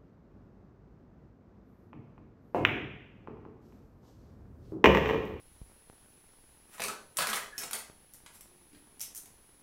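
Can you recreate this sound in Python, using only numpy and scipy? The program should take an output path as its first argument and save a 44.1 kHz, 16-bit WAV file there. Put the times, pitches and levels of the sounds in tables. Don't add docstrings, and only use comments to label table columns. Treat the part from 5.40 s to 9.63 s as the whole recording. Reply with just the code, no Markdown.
import sys
import numpy as np
from scipy import signal
from scipy.io import wavfile
from scipy.ndimage import uniform_filter1d

SR = 44100
rng = np.random.default_rng(int(sys.argv[2]) if len(sys.argv) > 2 else 0)


def dump(signal):
    limited = np.clip(np.atleast_2d(signal).T, -1, 1)
    pcm = np.round(limited * 32767).astype(np.int16)
    wavfile.write(sys.argv[1], SR, pcm)


N = 186366

# f/Hz, relative density/dB
HISS_SPECTRUM = [(12, 8.5), (20, 3.5), (319, -7), (660, -13.5), (849, -12), (1260, -15.5), (1960, -16.5),
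                 (7310, -22), (9400, -22), (10200, -17.5), (11800, -23), (12800, -20.5), (16000, -23.5)]
# t/s, f/Hz
WHINE_PITCH = [(0, 10196), (.3, 10198), (.6, 10195), (.9, 10196), (1.1, 10191.5), (1.4, 10193),
               (2.7, 10195.5), (2.95, 10190), (3.2, 10196), (3.5, 10198), (4.3, 10197)]
# t/s, signed step height/1, rise constant/s, fall constant/s
ELECTRIC_POPS = [(.2155, 0.0017, .0006, 0.00087), (0.216, 0.037, 0.0011, 0.0067),
                 (.499, -0.03, 0.00014, 0.0004), (2.499, -0.025, 0.00018, 0.00055)]
# peak t/s, level/dB, rise/s, fall/s, brightness/dB
STROKES = [(1.346, -55, 0.083, 0.057, -3), (1.45, -44.5, 0.11, 0.12, -0.5), (1.79, -37, .03, 0.094, -3),
           (1.885, -47, 0.11, .09, 1), (1.936, -38.5, .012, 0.13, -1.5), (2.183, -42, 0.0051, 0.059, 2.5),
           (2.219, -45.5, 0.077, 0.082, -1), (2.39, -50.5, 0.096, 0.058, 0),
           (2.745, -58.5, 0.011, 0.035, 3.5), (2.955, -57.5, 0.063, 0.037, 2), (3.02, -68.5, 0.053, .05, 6),
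           (3.36, -72.5, .04, 0.1, -6), (3.62, -53, .03, 0.041, 8), (3.775, -56, 0.028, 0.067, 7)]
# f/Hz, level/dB, T60/s
PLASTIC_MODES = [(155, -14, 0.073), (219.3, -2, 0.15), (290, -5.5, 0.035), (417.6, 1, 0.17),
                 (790, -18, 0.014), (980, -46, 0.012), (1313, -8, 0.024), (1498, -4, 0.024),
                 (1669, -1.5, 0.031), (2020, 11.5, 0.0098), (2580, 13.5, 0.008), (3220, -8, .015),
                 (3420, -37, 0.011), (4375, -14, 0.016), (5600, 0, 0.0069), (6200, 13, 0.0055),
                 (7060, -23, 0.032), (8850, -17, 0.045), (9250, -13.5, 0.076), (11000, -4, 0.012),
                 (12400, 10.5, 0.019), (13600, 14, .007)]
# ring/dB, body/dB, treble/dB
PLASTIC_KNOCKS = [(1.381, -42.5, 1270, -14, -3.5, -7), (1.397, -32.5, 2580, -17, 2.5, -17),
                  (1.403, -30.5, 6200, -12, -1.5, -3), (1.4192, -26, 2580, -7, -24, -2),
                  (1.438, -28.5, 2580, -7, -29, 1.5), (1.446, -36, 4340, -7, 6.5, -5),
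                  (1.483, -32, 1270, -4, -21, 0.5), (1.5, -40, 1250, -3.5, -1, -11),
                  (1.7707, -34, 8850, 3, -2, 11.5), (1.7868, -20.5, 1270, -7, -10, -10),
                  (1.806, -29.5, 1380, -2, -5.5, -9), (1.821, -24.5, 1690, -6, -3.5, -5),
                  (1.871, -24, 12400, -13, -4.5, -4), (1.8897, -28.5, 1730, -7, -4.5, -6),
                  (1.9, -35, 8850, 6.5, -8, 3.5), (1.931, -23, 1360, -12.5, -5.5, -10),
                  (1.958, -36, 1700, -3.5, -15, 5.5), (1.972, -37, 2020, 1.5, -4, -7),
                  (2.18, -43, 5600, 12, -38, 12), (2.2349, -35.5, 980, -16.5, -1.5, 2),
                  (2.3107, -37.5, 11000, -1, 3, 2.5), (2.3322, -30.5, 9250, 1.5, -6.5, 3),
                  (2.344, -50, 2020, 8, 5, 10), (2.352, -39.5, 4300, -5, -2, 8.5),
                  (2.7369, -52.5, 13600, 2, -12, 6), (2.862, -41, 1770, -8.5, -28, -5),
                  (3.0093, -46.5, 11000, -14, -21, 4.5), (3.331, -60, 300, 1, -17, -7),
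                  (3.348, -50, 2020, -10, -16, -16), (3.596, -48, 8850, -13, -21, 7),
                  (3.606, -43.5, 6200, 4, -11.5, 10.5), (3.614, -40.5, 6200, -17, -20, 13),
                  (3.626, -42, 12400, -15, -25, 7), (3.635, -46, 8850, -6, -21, 5),
                  (3.749, -49, 11000, -15, -8, 11.5), (3.758, -50.5, 13600, -15, -16, 13.5),
                  (3.765, -53, 9250, 7, -15, 14), (3.777, -56.5, 8850, -10, -7, 20.5),
                  (3.858, -51.5, 8850, -19, -2, 6.5)]
# f/Hz, T60/s
ROOM_DECAY = [(150, 0.49), (400, 0.59), (800, 0.5), (2000, 0.38), (5500, 0.4), (11000, 0.26), (15000, 0.25)]


def amp(db):
    return 10 ** (np.asarray(db) / 20)


def unit_rms(x):
    return x / np.sqrt(np.mean(x ** 2) + 1e-20)


def at_frequency(points, hz):
    f, value = np.transpose(points)
    return np.interp(np.log(hz + 1), np.log(f + 1), value)


def add(mix, start, sound):
    part = mix[round(start * SR):][:len(sound)]
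    part += sound[:len(part)]


def coloured(x, spectrum):
    log_gain = at_frequency(spectrum, abs(np.fft.fftfreq(4096, 1 / SR))) * np.log(10) / 20
    response = np.exp(np.conj(signal.hilbert(log_gain)))
    return signal.oaconvolve(x, np.fft.ifft(response).real[:2048])[:len(x)]


def hiss(level_db=-63.5):
    frames, hz = N // 512 + 5, np.fft.rfftfreq(2048, 1 / SR)
    real, imag, patches = rng.standard_normal((frames, 1025, 3)).T
    patches_db = unit_rms(uniform_filter1d(uniform_filter1d(patches, 16, axis=0), 6, axis=1))
    spectra = (real + 1j * imag) * amp(at_frequency(HISS_SPECTRUM, hz)[:, None] + patches_db)
    return amp(level_db) * unit_rms(signal.istft(spectra, nperseg=2048, noverlap=1536)[1][:N])


def whine(level_db=-65.0, refresh_s=.015893, first_flip_s=.0108):
    t = np.arange(N) / SR
    cycles = np.cumsum(np.interp(t, *np.transpose(WHINE_PITCH))) / SR
    polarity = (-1.) ** np.floor((t - first_flip_s) / refresh_s)
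    return amp(level_db) * np.sqrt(2) * polarity * np.sin(2 * np.pi * cycles)


def pop(height, rise_s, fall_s):
    t = np.arange(2000) / SR
    return height * (1 - np.exp(-t / rise_s)) * np.exp(-t / fall_s)


def ticks(level_db=-47.0, first_s=.0073, period_s=.05172, stray_db=-48.5, strays_per_s=60.):
    pulses = np.zeros(N)
    beats = np.arange(first_s, N / SR, period_s)
    for beat, (late, gap, size) in zip(beats, rng.standard_normal((len(beats), 3))):
        start, height = abs(beat + 0.00303 * late), amp(level_db + 0.5 * size)
        add(pulses, start, pop(-height, 0.00016, 0.00026))
        add(pulses, start + 0.00149 + 0.00026 * gap, pop(1.14 * height, 0.00014, 0.00036))
    strays = rng.standard_normal(N) * (rng.random(N) < strays_per_s / SR)
    pulses += signal.oaconvolve(strays, pop(amp(stray_db), 0.00024, 0.00049))[:N]
    for start, *shape in ELECTRIC_POPS:
        add(pulses, start, pop(*shape))
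    offset_blocker = signal.butter(2, 40, "high", fs=SR, output="sos")
    return signal.sosfilt(offset_blocker, pulses)


def rumble(start_s=0.026, length_s=0.37, level_db=-61.5):
    band = signal.butter(2, [30, 80], "band", fs=SR, output="sos")
    noise = unit_rms(signal.sosfilt(band, rng.standard_normal(N)))
    progress = np.clip((np.arange(N) / SR - start_s) / length_s, 0, 1)
    return amp(level_db) * np.sin(np.pi * progress) * noise


def grit(size, spread_db):
    return unit_rms(rng.standard_normal(size) * amp(spread_db * np.minimum(rng.exponential(1, size), 4)))


def plastic_ring(weights_db):
    t = np.arange(4000) / SR
    ring = sum(amp(db + weight - 60 * t / t60) * np.sin(2 * np.pi * hz * t)
               for (hz, db, t60), weight in zip(PLASTIC_MODES, weights_db))
    return ring / np.linalg.norm(ring)


def slide(level_db, rise_s, fall_s, bright_db, swell_db=30, air_db=-4.0, ring_db=-9.0):
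    t = np.arange(-rise_s, fall_s, 1 / SR)
    stroke_db = level_db - swell_db * np.where(t < 0, -t / rise_s, t / fall_s)
    rub = grit(len(t), spread_db=2.0)
    rub += amp(ring_db) * signal.fftconvolve(rub, plastic_ring(np.zeros(len(PLASTIC_MODES))))[:len(t)]
    dull = coloured(rub, [(150, -15), (500, -2), (1400, 0), (3000, 4), (5000, -8), (12000, 0)])
    bright = coloured(rub, [(800, -37.5), (3500, -4.5), (5200, -4), (9500, 3),
                            (12000, 10.5), (16000, -41)])
    air = coloured(rub, [(6000, -48), (11000, 7), (14000, -21), (16000, 18)])
    treble = unit_rms(bright) + amp(air_db) * unit_rms(air)
    return amp(stroke_db) * (unit_rms(dull) / amp(bright_db) + amp(bright_db) * treble)


def knock(crack_db, hz, ring_db, body_db, treble_db, falloff_db_per_octave=56.0):
    t = np.arange(6000) / SR
    pitch_ratio = hz / 1520
    rattle_s = 0.005 * pitch_ratio ** -0.39
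    air_db = 1.08 * treble_db + 3.5 * np.log2(pitch_ratio)
    impacts = grit(len(t), spread_db=2.4) * np.exp(-t / rattle_s)
    impacts /= np.linalg.norm(impacts)
    impacts[0] += 0.38
    crack = coloured(impacts, [
        (100, body_db - 38.5), (350, body_db + 2), (700, body_db + 4.5), (1000, body_db + 3),
        (2200, 0.72), (4300, -1.8), (5600, treble_db - 3), (9500, treble_db - 0.5),
        (13000, air_db - 12.5), (16000, air_db - 18)])
    modes_hz = np.transpose(PLASTIC_MODES)[0]
    ring = amp(ring_db) * plastic_ring(-falloff_db_per_octave * abs(np.log2(modes_hz / hz)))
    thud = amp(body_db - 13) * plastic_ring(np.where(modes_hz < 500, 0, -99))
    resonance = signal.fftconvolve(impacts, ring + thud)[:len(t)]
    return amp(crack_db) * np.sqrt(rattle_s * SR) * (crack + resonance)


def tile_reflections():
    taps = np.zeros(SR // 2)
    slots = np.arange(120, len(taps) - 12, 12)
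    taps[slots + rng.integers(0, 12, len(slots))] = rng.choice([-1., 1.], len(slots))
    hz, t, spectra = signal.stft(taps, SR, nperseg=256)
    decay = amp(-60 * t / at_frequency(ROOM_DECAY, hz)[:, None])
    tail = signal.istft(spectra * decay, SR, nperseg=256)[1]
    return tail / np.linalg.norm(tail)


def bathroom(x, crossfade_hz=7):
    angle = 2 * np.pi * crossfade_hz * np.arange(N) / SR
    shares = np.sin(angle), np.cos(angle)
    return sum(signal.fftconvolve(x * share, tile_reflections())[:N] for share in shares)


def gliding_tone(length_s, level_db, hz, glide_hz_per_s, wobble_hz):
    t = np.arange(0, length_s, 1 / SR)
    wobble = wobble_hz * unit_rms(uniform_filter1d(rng.standard_normal(len(t)), size=120))
    wave = np.sqrt(2) * np.sin(2 * np.pi * np.cumsum(hz + glide_hz_per_s * t + wobble) / SR)
    swell_db = np.interp(t / length_s, [0, .25, 1], [-4.5, 0, -12])
    return amp(level_db + swell_db) * wave * signal.windows.tukey(len(t), .3)


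def scene():
    counter = np.zeros(N)
    for start, *strike in PLASTIC_KNOCKS:
        add(counter, start, knock(*strike))
    for peak, level_db, rise_s, fall_s, bright_db in STROKES:
        add(counter, peak - rise_s, slide(level_db, rise_s, fall_s, bright_db))
    roller_squeak = gliding_tone(length_s=.072, level_db=-51, hz=1730, glide_hz_per_s=-1500, wobble_hz=90)
    add(counter, 2.118, roller_squeak)
    faint_hum = gliding_tone(length_s=.28, level_db=-73.5, hz=355, glide_hz_per_s=-55, wobble_hz=8.1)
    add(counter, 3.05, faint_hum)
    radiation = signal.butter(2, 150, "high", fs=SR, output="sos")
    direct = signal.sosfilt(radiation, counter)
    return (direct + amp(0.5) * bathroom(direct) + hiss() + rumble() + whine() + ticks())[None]


def record(dry, cutoff_hz=15900):
    low_pass = signal.firwin(511, cutoff_hz, window=("kaiser", 9), fs=SR)
    return signal.oaconvolve(dry, low_pass[None], "same")


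dry = scene()
out = record(dry)
dump(out)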